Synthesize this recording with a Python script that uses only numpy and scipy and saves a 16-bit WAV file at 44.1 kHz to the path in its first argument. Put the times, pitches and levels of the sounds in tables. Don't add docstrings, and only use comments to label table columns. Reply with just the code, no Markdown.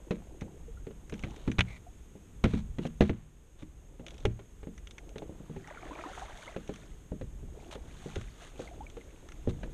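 import sys
import numpy as np
from scipy import signal
from scipy.fft import rfft, irfft, next_fast_len
from scipy.io import wavfile
from scipy.ndimage import uniform_filter1d

SR = 44100
rng = np.random.default_rng(int(sys.argv[2]) if len(sys.argv) > 2 else 0)


def to_wav(sig):
    pcm = np.clip(np.atleast_2d(sig), -1, 1) * 32767
    pcm = np.round(pcm).astype(np.int16)
    wavfile.write(sys.argv[1], SR, pcm.T)


N = 429093
TIME = np.arange(N) / SR
AGE = np.arange(SR) / SR


def from_db(db):
    return 10 ** (np.asarray(db) / 20)


def rms_one(x):
    return x / np.sqrt(np.mean(x ** 2) + 1e-20)


def peak_one(x, size):
    return x / np.sqrt(uniform_filter1d(x ** 2, size, mode="constant").max() + 1e-20)


def add(out, s, sound):
    start = max(round(s * SR), 0)
    out[start:start + len(sound)] += sound[:N - start]


def fade(t60):
    return np.exp(-np.log(1000) * AGE / max(t60, 1e-3))


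def drift(rate):
    knots = rng.standard_normal(int(N / SR * rate) + 2)
    return rms_one(np.interp(TIME * rate, np.arange(len(knots)), knots))


def colour(x, spectrum):
    size = 2 * next_fast_len(len(x) // 2 + 2048)
    hz, db = np.transpose(spectrum)
    bins = np.maximum(np.arange(size // 2 + 1) * SR / size, 1)
    octaves_outside = np.abs(np.log2(bins / np.clip(bins, hz[0], hz[-1])))
    curve = np.interp(np.log(bins), np.log(hz), db) - 12 * octaves_outside
    cepstrum = irfft(np.log(from_db(curve)))
    cepstrum[1:size // 2] *= 2
    cepstrum[size // 2 + 1:] = 0
    return irfft(rfft(x, size) * np.exp(rfft(cepstrum)))[:len(x)]


def resonate(x, hz, width_hz):
    r = np.exp(-np.pi * width_hz / SR)
    poles = [1, -2 * r * np.cos(2 * np.pi * hz / SR), r * r]
    return signal.lfilter(np.array([1, 0, -1]) * (1 - r * r) / 2, poles, x + 1e-18)


def grains(per_s, spread_db, size):
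    heights = from_db(spread_db * np.minimum(rng.exponential(1, size), 4))
    return (rng.random(size) < per_s / SR) * heights * rng.choice([-1, 1], size)


# (time [s], level [dB])
BREEZE_RIDE = [(0.0, -51), (1.19, -45.5), (1.68, -42), (1.87, -46), (2.14, -55.5), (2.52, -42),
               (3.11, -44.5), (3.6, -52.5), (4.25, -44), (4.42, -52.5), (5.2, -49.5), (5.39, -51.5),
               (6.29, -52.5), (7.37, -45.5), (7.97, -47.5), (8.26, -45.5), (8.48, -52), (9.73, -42.5)]
# (frequency [Hz], level [dB])
BREEZE_EQ = [(15, -7), (30, -3.5), (58, -3), (90, -15.5), (150, -17), (300, -34.5)]
# (frequency [Hz], level [dB])
LAKESIDE_EQ = [(25, -11), (60, -14.5), (220, -17), (430, -19.5), (600, -28.5), (1100, -32.5), (2200, -36),
               (3500, -37), (4500, -48), (5600, -45.5), (7200, -37), (9200, -41), (10300, -47.5),
               (12500, -46.5)]


def air():
    gusts = from_db(3.5 * np.tanh(drift(rate=9)))
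    breeze = rms_one(colour(rng.standard_normal(N), BREEZE_EQ) * gusts)
    breeze_db = np.interp(TIME, *np.transpose(BREEZE_RIDE))
    lakeside = rms_one(colour(rng.standard_normal(N), LAKESIDE_EQ))
    hiss = rms_one(resonate(rng.standard_normal(N), hz=6520, width_hz=160))
    return from_db(breeze_db) * breeze + from_db(-59) * lakeside + from_db(-73) * hiss


def bubble(hz, t60, glide):
    age = AGE[:int(max(t60, 1e-3) * SR)]
    phase = 2 * np.pi * np.cumsum(hz * 2 ** (glide * age)) / SR
    attack = 1 - np.exp(-age * hz)
    alive = np.exp(-(age / .045) ** 4)
    return np.sin(phase) * np.exp(-np.log(1000) * age / t60) * attack * alive


def bubble_cloud(count, low_hz, high_hz, cycles, spread_db, small_db):
    out = np.zeros(N)
    for when, pitch, strength, life in rng.random((count, 4)):
        hz = low_hz * (high_hz / low_hz) ** pitch
        ring = bubble(hz, t60=cycles * (.5 + life) / hz, glide=10 * life)
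        add(out, when * TIME[-1], from_db(spread_db * strength ** 2 + small_db * pitch) * ring)
    return rms_one(out)


def swell(crest_s, rise_s):
    from_crest = (TIME - crest_s) / np.where(TIME < crest_s, rise_s, .94 * rise_s)
    return 1 / np.cosh(np.clip(np.pi / 2 * from_crest, -20, 20))


# (crest time [s], level [dB])
ROCKINGS = [(0.05, -56), (0.45, -57), (1.3, -54.5), (4.1, -55), (5.2, -54), (5.98, -49), (6.78, -62),
            (7.68, -52.5), (8.7, -53.5), (9.2, -61), (9.68, -55)]


def lapping():
    rocking = sum(from_db(db) * swell(s, rise_s=.2) for s, db in ROCKINGS)
    laps = bubble_cloud(count=2600, low_hz=270, high_hz=950, cycles=9, spread_db=9, small_db=-6)
    return rocking * laps


def struck(modes, db_per_octave, scatter_db, travel_s, detune):
    out = np.zeros(SR)
    for hz, db, t60 in modes:
        age = np.maximum(AGE - travel_s * rng.random(), 0)
        tilt_db = db_per_octave * np.log2(hz / modes[0][0])
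        gain = from_db(db + tilt_db + scatter_db * rng.standard_normal())
        detuned_hz = hz * (1 + detune * rng.standard_normal())
        out += gain * np.sin(2 * np.pi * detuned_hz * age) * fade(t60)
    return out


# (frequency [Hz], level [dB], decay t60 [s])
WALL_MODES = [(148, -12, 0.51), (174.6, -4.5, 0.24), (208.9, -6.5, 0.28), (231, -6, 0.23),
              (265.5, -1.5, 0.11), (308, -6, 0.16), (369.8, -6.5, 0.15), (429, 0.5, 0.055),
              (463.3, -9, 0.15), (532, -1.5, 0.056), (621, -14, 0.11), (673, -5.5, 0.019),
              (827, -12, 0.055)]
# (frequency [Hz], level [dB], decay t60 [s])
BOOM_MODES = [(57.8, -0.5, 0.15), (77, -10.5, 0.62), (86.7, 8.5, 0.13), (114, -0.5, 0.35)]
# (frequency [Hz], level [dB])
CRACK_EQ = [(500, 6), (900, 2.5), (1400, 1.5), (2300, 1.5), (3300, -4.5), (4000, -8), (5000, -22),
            (6200, -16.5), (8000, -27), (12000, -38)]


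def blow(wall_db, boom_db, crack_db, brightness, panel_hz):
    db_per_octave = min(.73 * brightness, 7)
    wall = struck(WALL_MODES, db_per_octave, scatter_db=3, travel_s=.00291, detune=.028)
    panel = resonate(wall, panel_hz, width_hz=46)
    wall = peak_one(wall + panel, size=441)
    boom = struck(BOOM_MODES, db_per_octave=0, scatter_db=2, travel_s=.008, detune=.03)
    boom = peak_one(boom, size=882)
    loose_gear = rms_one(grains(per_s=450, spread_db=3.5, size=SR))
    contact = rng.standard_normal(SR) * fade(.06) + from_db(-22) * loose_gear * fade(.48)
    attack = 1 - np.exp(-AGE / .00043)
    crack = peak_one(colour(contact * attack, CRACK_EQ), size=220)
    return from_db(wall_db - 9) * wall + from_db(boom_db - 11.5) * boom + from_db(crack_db - 7) * crack


# (time [s], wall [dB], boom [dB], crack [dB], wall brightness [relative], panel pitch [Hz])
HULL_HITS = [(0.108, -17, -60, -31, 3, 430), (0.417, -27, -28.5, -42, -1.5, 193),
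             (0.867, -28.5, -42, -48, 1.5, 450), (0.907, -35.5, -56, -52, 0, 422),
             (1.123, -26.5, -40, -40.5, -3, 426), (1.236, -26.5, -25.5, -30.5, -6.5, 218),
             (1.476, -16.5, -20, -34, -3.5, 260), (1.584, -20, -11.5, -23.5, -7, 170),
             (2.152, -36.5, -53, -69, -1, 404), (2.439, -10.5, -12, -22.5, -1.5, 221),
             (2.536, -15.5, -17, -35, -7, 218), (2.784, -20, -42, -35, -7.5, 343),
             (2.852, -22, -51, -37.5, 4.5, 166), (3.007, -6, -11.5, -20.5, -0.5, 343),
             (3.094, -14.5, -16, -27.5, 2.5, 420), (3.623, -30, -38, -46.5, -6, 294),
             (3.995, -31, -37, -51, -3, 450), (4.252, -13.5, -16.5, -31.5, 2, 396),
             (4.392, -37.5, -57, -46.5, 3, 400), (4.63, -37.5, -36, -47, 6, 430),
             (4.67, -28, -41.5, -55, 0, 235), (5.157, -29.5, -47, -45, 6, 438),
             (5.22, -29.5, -58, -47.5, 6, 420), (5.293, -31.5, -64, -67, -2, 310),
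             (5.402, -36, -55.5, -83, -4, 191.4), (5.496, -29.5, -59, -87, 0, 152),
             (5.562, -30.5, -32.5, -47.5, 4, 389), (6.562, -24.5, -56, -38.5, 4, 540),
             (6.692, -24, -47, -43.5, 4.5, 415), (7.118, -24.5, -40, -58, -3.5, 406),
             (7.212, -27.5, -28, -44, 2, 494), (7.429, -38, -33, -71, -3, 240),
             (7.754, -31.5, -57, -45.5, 10.5, 430), (8.058, -27, -57, -70, -3.5, 400),
             (8.161, -25.5, -23.5, -40, 2, 414), (8.593, -27.5, -49, -48, 11, 513),
             (8.968, -33, -55, -46.5, 13, 460), (9.473, -16.5, -16.5, -49, 0.5, 425),
             (9.631, -29.5, -40, -38, 8.5, 169)]
HEAVY_DB, BOUNCE_S, BOUNCE_DB = -12, .0135, -6.5


def hull():
    out = np.zeros(N)
    for s, wall_db, boom_db, crack_db, brightness, panel_hz in HULL_HITS:
        add(out, s, blow(wall_db, boom_db, crack_db, brightness, panel_hz))
        if wall_db > HEAVY_DB:
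            bounce = blow(wall_db, boom_db, crack_db, brightness + 8, panel_hz)
            add(out, s + BOUNCE_S, from_db(BOUNCE_DB) * bounce)
    return out


# (frequency [Hz], level [dB])
SNAP_EQ = [(600, 1), (1400, -2.5), (2400, -4), (3700, -3), (5000, -18), (8000, -40)]
# (frequency [Hz], level [dB], decay t60 [s])
GEAR_MODES = [(1400, -4.5, 0.029), (1607, -8.5, 0.032), (1810, -19, 0.048), (1980, -11.5, .035),
              (2190, -1, 0.024), (2310, -4.5, 0.023), (2410, -9.5, 0.029), (2660, -2, 0.018),
              (2810, -2.5, 0.017), (3430, -7, 0.021)]
# (frequency [Hz], level [dB])
TICK_EQ = [(3500, -16), (5000, -1.5), (6200, 11.5), (7500, -4), (9200, -3), (10500, -17), (12500, -22)]


def click(db, hz):
    snap = colour(rng.standard_normal(SR) * (fade(.027) + from_db(-17.5) * fade(.036)), SNAP_EQ)
    snap = peak_one(snap + from_db(19.5) * resonate(snap, hz, width_hz=550), size=132)
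    ring = struck(GEAR_MODES, db_per_octave=-1.5, scatter_db=-1, travel_s=.00099, detune=.0029)
    ring = peak_one(ring, size=132)
    tick = colour(rng.standard_normal(SR) * (fade(.0078) + from_db(-5.5) * fade(.046)), TICK_EQ)
    tick = peak_one(tick, size=132)
    tick_db = .56 * db - 33.5
    return from_db(db - 11) * snap + from_db(db - 14) * ring + from_db(tick_db) * tick


# (time [s], relative level [dB], ring pitch [Hz])
FITTING_CLICKS = [(0.41, -38.5, 2120), (1.0966, -38, 2170), (1.139, -37.5, 2400), (1.3625, -44.5, 2160),
                  (1.516, -30.5, 2120), (1.5912, -14, 2160), (1.6069, -11.5, 2420), (2.4412, -20, 2070),
                  (2.8663, -40.5, 3300), (4.065, -32.5, 2900), (4.0825, -33.5, 2930), (4.1067, -40, 3440),
                  (4.18, -42, 3100), (4.2531, -18.5, 2660), (4.872, -38, 2920), (4.9094, -40, 3580),
                  (4.9816, -34, 2010), (5.092, -47.5, 2850), (5.1823, -36.5, 3600), (5.674, -43, 2100),
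                  (6.3735, -42, 3560), (6.6782, -50, 2805), (7.714, -43, 2120), (8.1576, -30, 2760),
                  (8.212, -38.5, 1560), (8.8997, -44.5, 3000), (9.2878, -40.5, 1490), (9.3199, -41.5, 1580)]


def fittings():
    out = np.zeros(N)
    for s, db, hz in FITTING_CLICKS:
        add(out, s, click(db, hz))
    return out


# (time [s], level [dB], pitch [Hz], glide [octaves/s])
PLINKS = [(0.680, -41.5, 467, -1.5), (0.772, -50, 1380, 4), (1.866, -44.5, 687, 5), (5.644, -45, 1910, 3),
          (5.773, -38.5, 1350, 9), (5.909, -36, 950, 11.5), (6.052, -40, 976, 11), (6.219, -32.5, 716, 11),
          (6.478, -36, 2030, 16), (8.675, -40.5, 2160, -8), (8.712, -42.5, 665, 7), (8.806, -35.5, 790, 12),
          (8.866, -40, 2350, -9), (9.011, -47.5, 2110, -7)]


def plinks():
    out = np.zeros(N)
    for s, db, hz, glide in PLINKS:
        add(out, s, from_db(db) * bubble(hz, t60=66 / hz, glide=glide))
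    return out


# (time [s], length [s], level [dB], squeal pitch [Hz], squeal send [dB])
RUBS = [(1.06, 0.56, -63, 2950, -8), (1.655, 0.14, -54.5, 2200, 18), (2.449, 0.18, -54.5, 2320, 4),
        (2.81, 0.079, -53.5, 2840, 5), (3.02, 0.095, -52.5, 2300, -7), (3.579, 0.065, -59.5, 3600, -2),
        (4.048, 0.23, -63, 3330, -10), (7.702, 0.063, -49, 3170, -14), (9.481, 0.039, -52.5, 2960, -7)]
# (frequency [Hz], level [dB])
SCRAPE_EQ = [(600, 1.5), (1400, -4), (2400, -8.5), (3700, -3), (5000, -19), (6200, -12.5), (9000, -20.5),
             (12000, -32)]


def rubbing():
    out = np.zeros(N)
    for s, length, db, hz, squeal_db in RUBS:
        size = int(length * SR)
        slips = colour(grains(per_s=1200, spread_db=3, size=size), SCRAPE_EQ)
        squeal = resonate(resonate(slips, hz, width_hz=420), hz, width_hz=420)
        rub = rms_one(slips + from_db(squeal_db) * squeal)
        add(out, s, from_db(db) * rub * signal.windows.tukey(size, .5))
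    return out


# (start [s], end [s])
JIGGLES = [(1.15, 1.33), (4.12, 4.23), (4.775, 4.825), (6.62, 6.8)]
JIGGLES_PER_S = 15


def jiggling():
    out = np.zeros(N)
    for start, end in JIGGLES:
        count = max(round((end - start) * JIGGLES_PER_S), 1)
        for k, (when, strength, part) in enumerate(rng.random((count, 3))):
            sound = click(db=-48 + 10 * strength, hz=2600 * 2 ** (part - .5))
            add(out, start + (k + when) / count * (end - start), sound)
    return out


# (crest time [s], swell time [s], flow [dB], splash [dB])
SURGES = [(5.7, 0.037, -51.5, -80), (6.1, 0.42, -47, -68), (6.18, 0.097, -65, -63.5),
          (6.44, 0.096, -55.5, -64), (6.76, 0.18, -59.5, -70.5), (7.65, 0.11, -62, -73),
          (8.1, 0.21, -54, -65), (8.442, 0.059, -51, -63.5), (8.63, 0.057, -54, -63.5)]
# (frequency [Hz], level [dB])
RUSH_EQ = [(400, 1), (800, -18), (1500, -2.5), (2400, -10.5), (3500, -11), (5000, -25.5)]
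# (frequency [Hz], level [dB])
SPRAY_EQ = [(600, -4), (1200, -1), (2400, -5.5), (3600, 0), (4200, -7.5), (5000, -16), (6500, -1.5),
            (7500, -9.5), (9000, -11), (12500, -29)]
UNDER_WAY_S, WAKE_RISE_S = 7.5, .45


def swishing():
    wake = np.clip((TIME - UNDER_WAY_S) / WAKE_RISE_S, 0, 1)
    flow_gain, splash_gain = from_db(-65) * wake, from_db(-76.5) * wake
    for s, rise_s, flow_db, splash_db in SURGES:
        surge = swell(s, rise_s)
        flow_gain = np.hypot(flow_gain, from_db(flow_db) * surge)
        splash_gain = np.hypot(splash_gain, from_db(splash_db) * surge)
    rush = rms_one(colour(grains(per_s=2300, spread_db=-1.5, size=N), RUSH_EQ))
    gurgle = bubble_cloud(count=4200, low_hz=560, high_hz=2500, cycles=24, spread_db=16, small_db=-2)
    gulps = from_db(2 * drift(rate=22))
    trapped_air = np.sqrt(flow_gain / flow_gain.max()) * gulps
    droplets = bubble_cloud(count=2600, low_hz=1900, high_hz=7500, cycles=20, spread_db=17, small_db=-7)
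    spray = rms_one(colour(grains(per_s=2100, spread_db=2.5, size=N), SPRAY_EQ))
    flow = from_db(-9) * rush + from_db(-1) * trapped_air * gurgle
    splash = from_db(6) * spray + from_db(.5) * droplets
    return flow_gain * flow + splash_gain * splash


DUCK_ABOVE_DB, DUCK_MOST_DB, DUCK_ATTACK_S, RELEASE_DB_PER_S = -21.5, 4.5, .032, 2


def gain_control(x):
    level_db = 10 * np.log10(np.maximum(uniform_filter1d(x ** 2, size=1764), 1e-12))
    over_db = np.clip(level_db - DUCK_ABOVE_DB, 0, DUCK_MOST_DB)
    release_db = RELEASE_DB_PER_S * TIME
    duck_db = np.maximum.accumulate(over_db + release_db, axis=-1) - release_db
    lag = np.exp(-1 / (DUCK_ATTACK_S * SR))
    return x * from_db(-signal.lfilter([1 - lag], [1, -lag], duck_db))


def scene():
    return (air() + lapping() + hull() + fittings() + plinks() + rubbing() + jiggling() + swishing())[None]


def record(dry):
    low_pass = signal.cheby2(14, 60, 14800, fs=SR, output="sos")
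    return signal.sosfilt(low_pass, gain_control(dry))


dry = scene()
out = record(dry)
to_wav(out)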